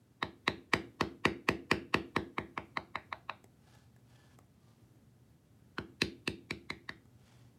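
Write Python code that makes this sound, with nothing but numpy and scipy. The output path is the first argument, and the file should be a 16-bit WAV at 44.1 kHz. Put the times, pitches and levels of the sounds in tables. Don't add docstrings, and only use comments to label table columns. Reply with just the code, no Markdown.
import sys
import numpy as np
from scipy import signal
from scipy.fft import rfft, irfft, next_fast_len
from scipy.io import wavfile

SR = 44100
rng = np.random.default_rng(int(sys.argv[2]) if len(sys.argv) > 2 else 0)


def undo_db(level):
    steps = np.asarray(level, float) / 20
    return 10 ** steps


def wav_out(sig):
    wavfile.write(sys.argv[1], SR, np.round(np.clip(np.atleast_2d(sig).T, -1, 1) * 32767).astype(np.int16))


N = 334278
PAD = next_fast_len(N + SR)
HZ = np.maximum(np.arange(PAD // 2 + 1) * SR / PAD, 10)

# f/Hz, level/dB per Hz
AIR = [(40, -7.5), (86, -11), (118, -6.5), (175, -16), (228, -13), (322, -20), (453, -25.5), (748, -32.5),
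       (2500, -42), (14000, -48), (16400, -55)]
AIR_DB = -62
# f/Hz, width/Hz, level/dB
HUM = (121, 7.4, -71.5)
# t/s, crack level/dB, weight level/dB, tip ring level/dB, shank ring f/Hz
BLOWS = [(0.2279, -49.5, -36.5, -30.5, 2200), (0.4788, -42, -31, -25.5, 2150),
         (0.736, -35, -27.5, -40, 2250), (1.0099, -41, -27.5, -37, 2060), (1.254, -37, -24.5, -37, 2275),
         (1.488, -36.5, -25.5, -37.5, 2480), (1.7147, -36.5, -25.5, -47, 2430),
         (1.9431, -39.5, -26, -31, 2570), (2.1639, -45.5, -27.5, -36.5, 2210), (2.383, -54, -34, -45, 2180),
         (2.5772, -58.5, -40.5, -52, 2190), (2.7722, -52.5, -42, -39, 2060),
         (2.9566, -57, -48.5, -40.5, 2130), (3.1273, -61.5, -59, -42, 2180), (3.2965, -62, -58, -44, 2520),
         (5.7841, -53.5, -35, -41.5, 2230), (6.0188, -35, -27.5, -25, 2620), (6.277, -40, -31, -50, 2640),
         (6.5086, -46, -36, -35.5, 2310), (6.7032, -49, -41, -33, 2150), (6.8925, -53, -46.5, -42, 1834)]
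FIRM_CRACK_DB = -37
# f/Hz, width/Hz, level/dB (the narrow 643 Hz ring is a mode of slab and
CLICK_RINGS = [
    [(2573, 690, -6.5), (2980, 570, -11.5)],
    [(1083, 533, 7), (643, 60, -16.5)],
]
NEW_GRIP_S = (2.3, 4.5, 5.9)
# level/dB in a firm blow, loss/dB per dB of crack
GRIP_LEVELS = [
    [(-16.5, 0.54), (-23.5, 0.32), (-23.5, 0.72), (-33, 1.6)],
    [(-20.5, 0.45), (-21.5, 0.42), (-13.5, 0.83), (-35.5, 1.3)],
    [(-22, 0.2), (-34, 0.17), (-25, 1.3), (-35, 1.5)],
    [(-24.5, 0.75), (-38.5, 0.12), (-23, 0.45), (-37, 0.1)],
]
# head ring f/Hz, tip ring f/Hz, shoulder ring f/Hz, depth of the dead band/0-1
GRIP_PITCHES = [(1863, 3850, 4750, 0.6), (1794, 3900, 4400, 0.93), (1541, 4110, 4800, 0.2),
                (1786, 3930, 4350, 0.1)]
PITCH_SCATTER = 0.015
STEEL_LAG_S = 0.0008
DEAD_HZ, DEAD_WIDTH_HZ = 1526, 170
# f/Hz, level/dB per Hz
SPRAY = [(500, -15.5), (1500, -5), (4500, 7), (6200, -6), (8800, -9), (12000, -19.5), (15000, -20.5),
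         (16300, -54.5)]
# f/Hz, level/dB per Hz
THUMP = [(40, -6), (130, 0), (220, -0.5), (310, 4), (490, 2), (545, -8.5), (700, -34), (1000, -52)]
# f/Hz, level/dB, t60/s
BENCH = [(75, -5, 0.34), (128, -8.5, 0.15), (164.4, -13, 0.2), (215.8, -9, .33), (266, -9, 0.17),
         (298, -7.5, 0.61), (341.5, -5.5, 0.22), (353.5, -4.5, 0.17), (382, -7.5, 0.26), (430, -11, .25),
         (623, 3.5, 0.4)]
# f/Hz, t60/s, level/dB
SHOP = [(83.16, 0.2, -16), (196, 0.56, -15), (320, 0.39, -10), (480, 0.47, -18.5), (695, 0.27, -11),
        (1080, 0.28, -17.5), (2903, .3, -16), (4965, 0.23, -17), (7800, .25, -22), (14000, 0.17, -14.5)]
# delay/s, level/dB
ECHOES = [(.0102, -15), (.0131, -13), (.0186, -12), (.029, -22)]
# t/s, peak level/dB, low ring f/Hz, snap level/dB (unused: snaps follow
TICKS = [(3.442, -43.5, 380, -78.5), (3.75, -52, 805, -51.5), (3.963, -54, 1690, -58),
         (4.388, -44.5, 1200, -44), (4.957, -64, 703, -60), (7.055, -58, 1230, -59)]
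# start t/s, rise/s, hold/s, fall/s, level/dB
SLIDES = [
    (3.55, 0.2, .01, 0.17, -68.5),
    (4.04, 0.065, 0.23, .06, -73),
    (4.448, .22, 0.039, 0.23, -77.5),
    (7.12, 0.16, 0.063, 0.27, -71),
]
SLIDE_EASE = 1.33
# f/Hz, level/dB per Hz
SLIDE_COLOUR = [(290, -36), (500, -4), (988, -3), (1720, -7.5), (1900, -6.5), (3980, -9), (4660, -8.5),
                (11800, -21), (16000, -47)]
# f/Hz, width/Hz, level/dB, strongest at t/s
SLIDE_RINGS = [(870, 48, -10, 3.64), (1740, 69, -8, 3.78), (1744, 33, -5.5, 4.24), (3520, 100, -13, 4.2),
               (1206, 22, -4, 4.7), (3600, 250, -14.5, 7.32)]
MIC_CUT_HZ, MIC_TURNS = 68, 2.6


def rms_one(x):
    return x / np.sqrt(np.mean(x ** 2) + 1e-20)


def at_hz(points, hz, axis=1):
    points = np.array(points)
    return np.interp(np.log(hz), np.log(points[:, 0]), points[:, axis])


def shaped(x, response):
    return irfft(rfft(x, PAD) * response, PAD)[:N]


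def resonate(x, hz, width_hz):
    r, w = np.exp(-np.pi * width_hz / SR), 2 * np.pi * hz / SR
    return signal.lfilter([0, np.sin(w)], [1, -2 * r * np.cos(w), r * r], x + 1e-18)


def clicks(times, sizes):
    out = np.zeros(N)
    out[(np.asarray(times) * SR).astype(int)] = sizes
    return out


def drift(rate):
    r = np.exp(-2 * np.pi * rate / SR)
    slow = signal.lfilter([1], [1, -2 * r, r * r], rng.standard_normal(N + SR))
    return rms_one(slow[SR:])


def swell(hz, width_hz, lag_s):
    t = np.maximum(np.arange(2048) / SR - lag_s, 0)
    decay = np.pi * width_hz * t
    return (decay / 2) ** 2 * np.exp(2 - decay) * np.sin(2 * np.pi * hz * t)


def air():
    hz, width_hz, hum_db = HUM
    floor = rms_one(shaped(rng.standard_normal(N), undo_db(at_hz(AIR, HZ))))
    hum = resonate(resonate(rng.standard_normal(N), hz, width_hz), hz, width_hz)
    return floor * undo_db(AIR_DB + 0.7 * drift(3)) + undo_db(hum_db) * rms_one(hum)


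def grip(s):
    return int(np.searchsorted(NEW_GRIP_S, s))


def ring_levels():
    return np.array([[db + follows * (crack_db - FIRM_CRACK_DB) for db, follows in GRIP_LEVELS[grip(s)]]
                     for s, crack_db, *_ in BLOWS])


def click(spread_db, stagger_s, spray_s, blur, sideways_db):
    close, around = np.zeros(N), np.zeros(N)
    t = np.arange(2048) / SR
    chance = rng.standard_normal((len(BLOWS), 3, 9))
    noise = rng.standard_normal((len(BLOWS), 2048))
    colour = undo_db(at_hz(SPRAY, np.maximum(np.arange(1025) * SR / 2048, 10)))
    puff = t / spray_s * np.exp(1 - t / spray_s)
    dead_band = signal.iirpeak(DEAD_HZ, DEAD_HZ / DEAD_WIDTH_HZ, SR)
    for k, (blow, levels) in enumerate(zip(BLOWS, ring_levels())):
        s, crack_db, _, tip_db, shank_hz = blow
        *pitches, dead_depth = GRIP_PITCHES[grip(s)]
        head_hz, tip_hz, shoulder_hz = np.array(pitches) * (1 + PITCH_SCATTER * chance[k, :, -1])
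        rings = [(hz, width, db + levels[family]) for family in (0, 1)
                 for hz, width, db in CLICK_RINGS[family]]
        rings += [(head_hz, 400, levels[0] - 2), (shank_hz, 400, levels[2] + 1.5),
                  (tip_hz, 400, tip_db + 3), (shoulder_hz, 400, levels[3])]
        spray = undo_db(crack_db + 8) * rms_one(irfft(rfft(noise[k]) * colour)) * puff
        start = int((s - 0.0016) * SR)
        span = slice(start, start + 2048)
        for (hz, width, db), a, b, c in zip(rings, *chance[k]):
            size = undo_db(db + spread_db * a) * np.sign(b)
            lag_s = stagger_s * abs(c) + STEEL_LAG_S * (hz > DEAD_HZ)
            close[span] += size * swell(hz, width, lag_s)
            around[span] += size * swell(hz, width * blur, lag_s)
        close[span] += spray
        close[span] -= dead_depth * signal.lfilter(*dead_band, close[span])
        around[span] += spray * undo_db(sideways_db)
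    return close, around


def thump(lag_s, thump_db, bench_db, deep_share):
    rows = np.array(BLOWS)
    times = rows[:, 0] + lag_s
    level_db = rows[:, 2] + 28
    edge_db = level_db + 0.45 * (ring_levels()[:, 1] + 24.5)
    deep = 1 / (1 + (HZ / 190) ** 4)
    edge = 1 / (1 + (420 / HZ) ** 8)
    push = shaped(clicks(times, -undo_db(level_db)), (1 - deep) * (1 - edge))
    push += shaped(clicks(times, -undo_db(edge_db)), edge)
    push += shaped(clicks(times, -undo_db(deep_share * level_db)), deep)
    push = undo_db(thump_db) * shaped(push, undo_db(at_hz(THUMP, HZ)))
    rings = sum(undo_db(db) * resonate(push, hz, np.log(1000) / np.pi / min(t60, 0.36))
                for hz, db, t60 in BENCH)
    return push + undo_db(bench_db) * rings


def workshop(x, build_s, dull_hz):
    t, tail = np.arange(SR) / SR, 0
    build = np.clip(t / build_s, 0, 1) ** 2
    edges = 45 * 2 ** np.arange(0, 9, 0.5)
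    white = rng.standard_normal((2, SR))
    for k, (low, high) in enumerate(zip(edges, edges[1:])):
        band_pass = signal.butter(2, [low, high], "band", fs=SR, output="sos")
        band = signal.sosfilt(band_pass, white[k % 2])
        hz = np.sqrt(low * high)
        level_db = at_hz(SHOP, hz, axis=2) - 23 - 60 * t / at_hz(SHOP, hz)
        tail = tail + band * undo_db(level_db) * build
    echoes = sum(undo_db(db) * np.exp(-2j * np.pi * HZ * s) for s, db in ECHOES)
    echoes = echoes / np.sqrt(1 + (HZ / dull_hz) ** 2)
    return shaped(x, rfft(tail, PAD) + echoes)


def ticks():
    s, peak_db = np.transpose(TICKS)[:2]
    ring = sum(shaped(clicks([t], undo_db(db - 11.5)), rfft(swell(hz, 300, 0), PAD)) for t, db, hz, _ in TICKS)
    hits = clicks(s, undo_db(peak_db))
    snap = undo_db(-0.5) * resonate(hits, 630, 440)
    snap += undo_db(-1.5) * resonate(hits, 2500, 2300)
    snap += undo_db(1.5) * resonate(hits, 8000, 3000)
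    scuff = rng.standard_normal(300) * np.hanning(300) / 10
    return ring + np.convolve(snap, scuff)[100:N + 100]


def slide(grains_per_s, uneven_db):
    t = np.arange(N) / SR
    level = sum(undo_db(db) * np.interp(t, s + np.cumsum([0, rise, hold, fall]), [0, 1, 1, 0]) ** SLIDE_EASE
                for s, rise, hold, fall, db in SLIDES)
    grains = (rng.random(N) < grains_per_s / SR) * undo_db(uneven_db * rng.exponential(1, N))
    grains = grains * rng.choice([-1, 1], N)
    hiss = rms_one(shaped(grains, undo_db(at_hz(SLIDE_COLOUR, HZ)) * (HZ > 400)))
    rings = sum(undo_db(db - 310 * (t - s) ** 2) * rms_one(resonate(grains, hz, width_hz))
                for hz, width_hz, db, s in SLIDE_RINGS)
    return level * (hiss + rings) * undo_db(1.5 * drift(42) + 1)


def scene():
    close, around = click(spread_db=-0.5, stagger_s=0.0005, spray_s=0.0015, blur=2.6, sideways_db=1.5)
    low = thump(lag_s=0.0052, thump_db=12, bench_db=-53, deep_share=0.7) + ticks()
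    room = workshop(around + low, build_s=0.0056, dull_hz=950)
    return (close + low + room + slide(grains_per_s=8000, uneven_db=1.84) + air())[None]


def top_cut(x):
    return signal.sosfilt(signal.butter(12, 16500, fs=SR, output="sos"), x)


def record(dry):
    late = np.exp(2j * np.pi * MIC_TURNS / (1 + (HZ / MIC_CUT_HZ) ** 3))
    x = shaped(dry[0], late / np.sqrt(1 + (MIC_CUT_HZ / HZ) ** 12))
    ahead = np.arange(1024) / SR
    smear = rng.standard_normal(1024) * undo_db(-38 - 1100 * ahead) * np.cos(ahead * SR / 2048 * np.pi)
    upper = signal.sosfilt(signal.butter(2, 600, "high", fs=SR, output="sos"), x)
    early = shaped(upper[::-1], rfft(smear, PAD))[::-1]
    mix = 0.57 * np.tanh((x + early) / 0.55)
    return top_cut(mix[None])


dry = scene()
out = record(dry)
wav_out(out)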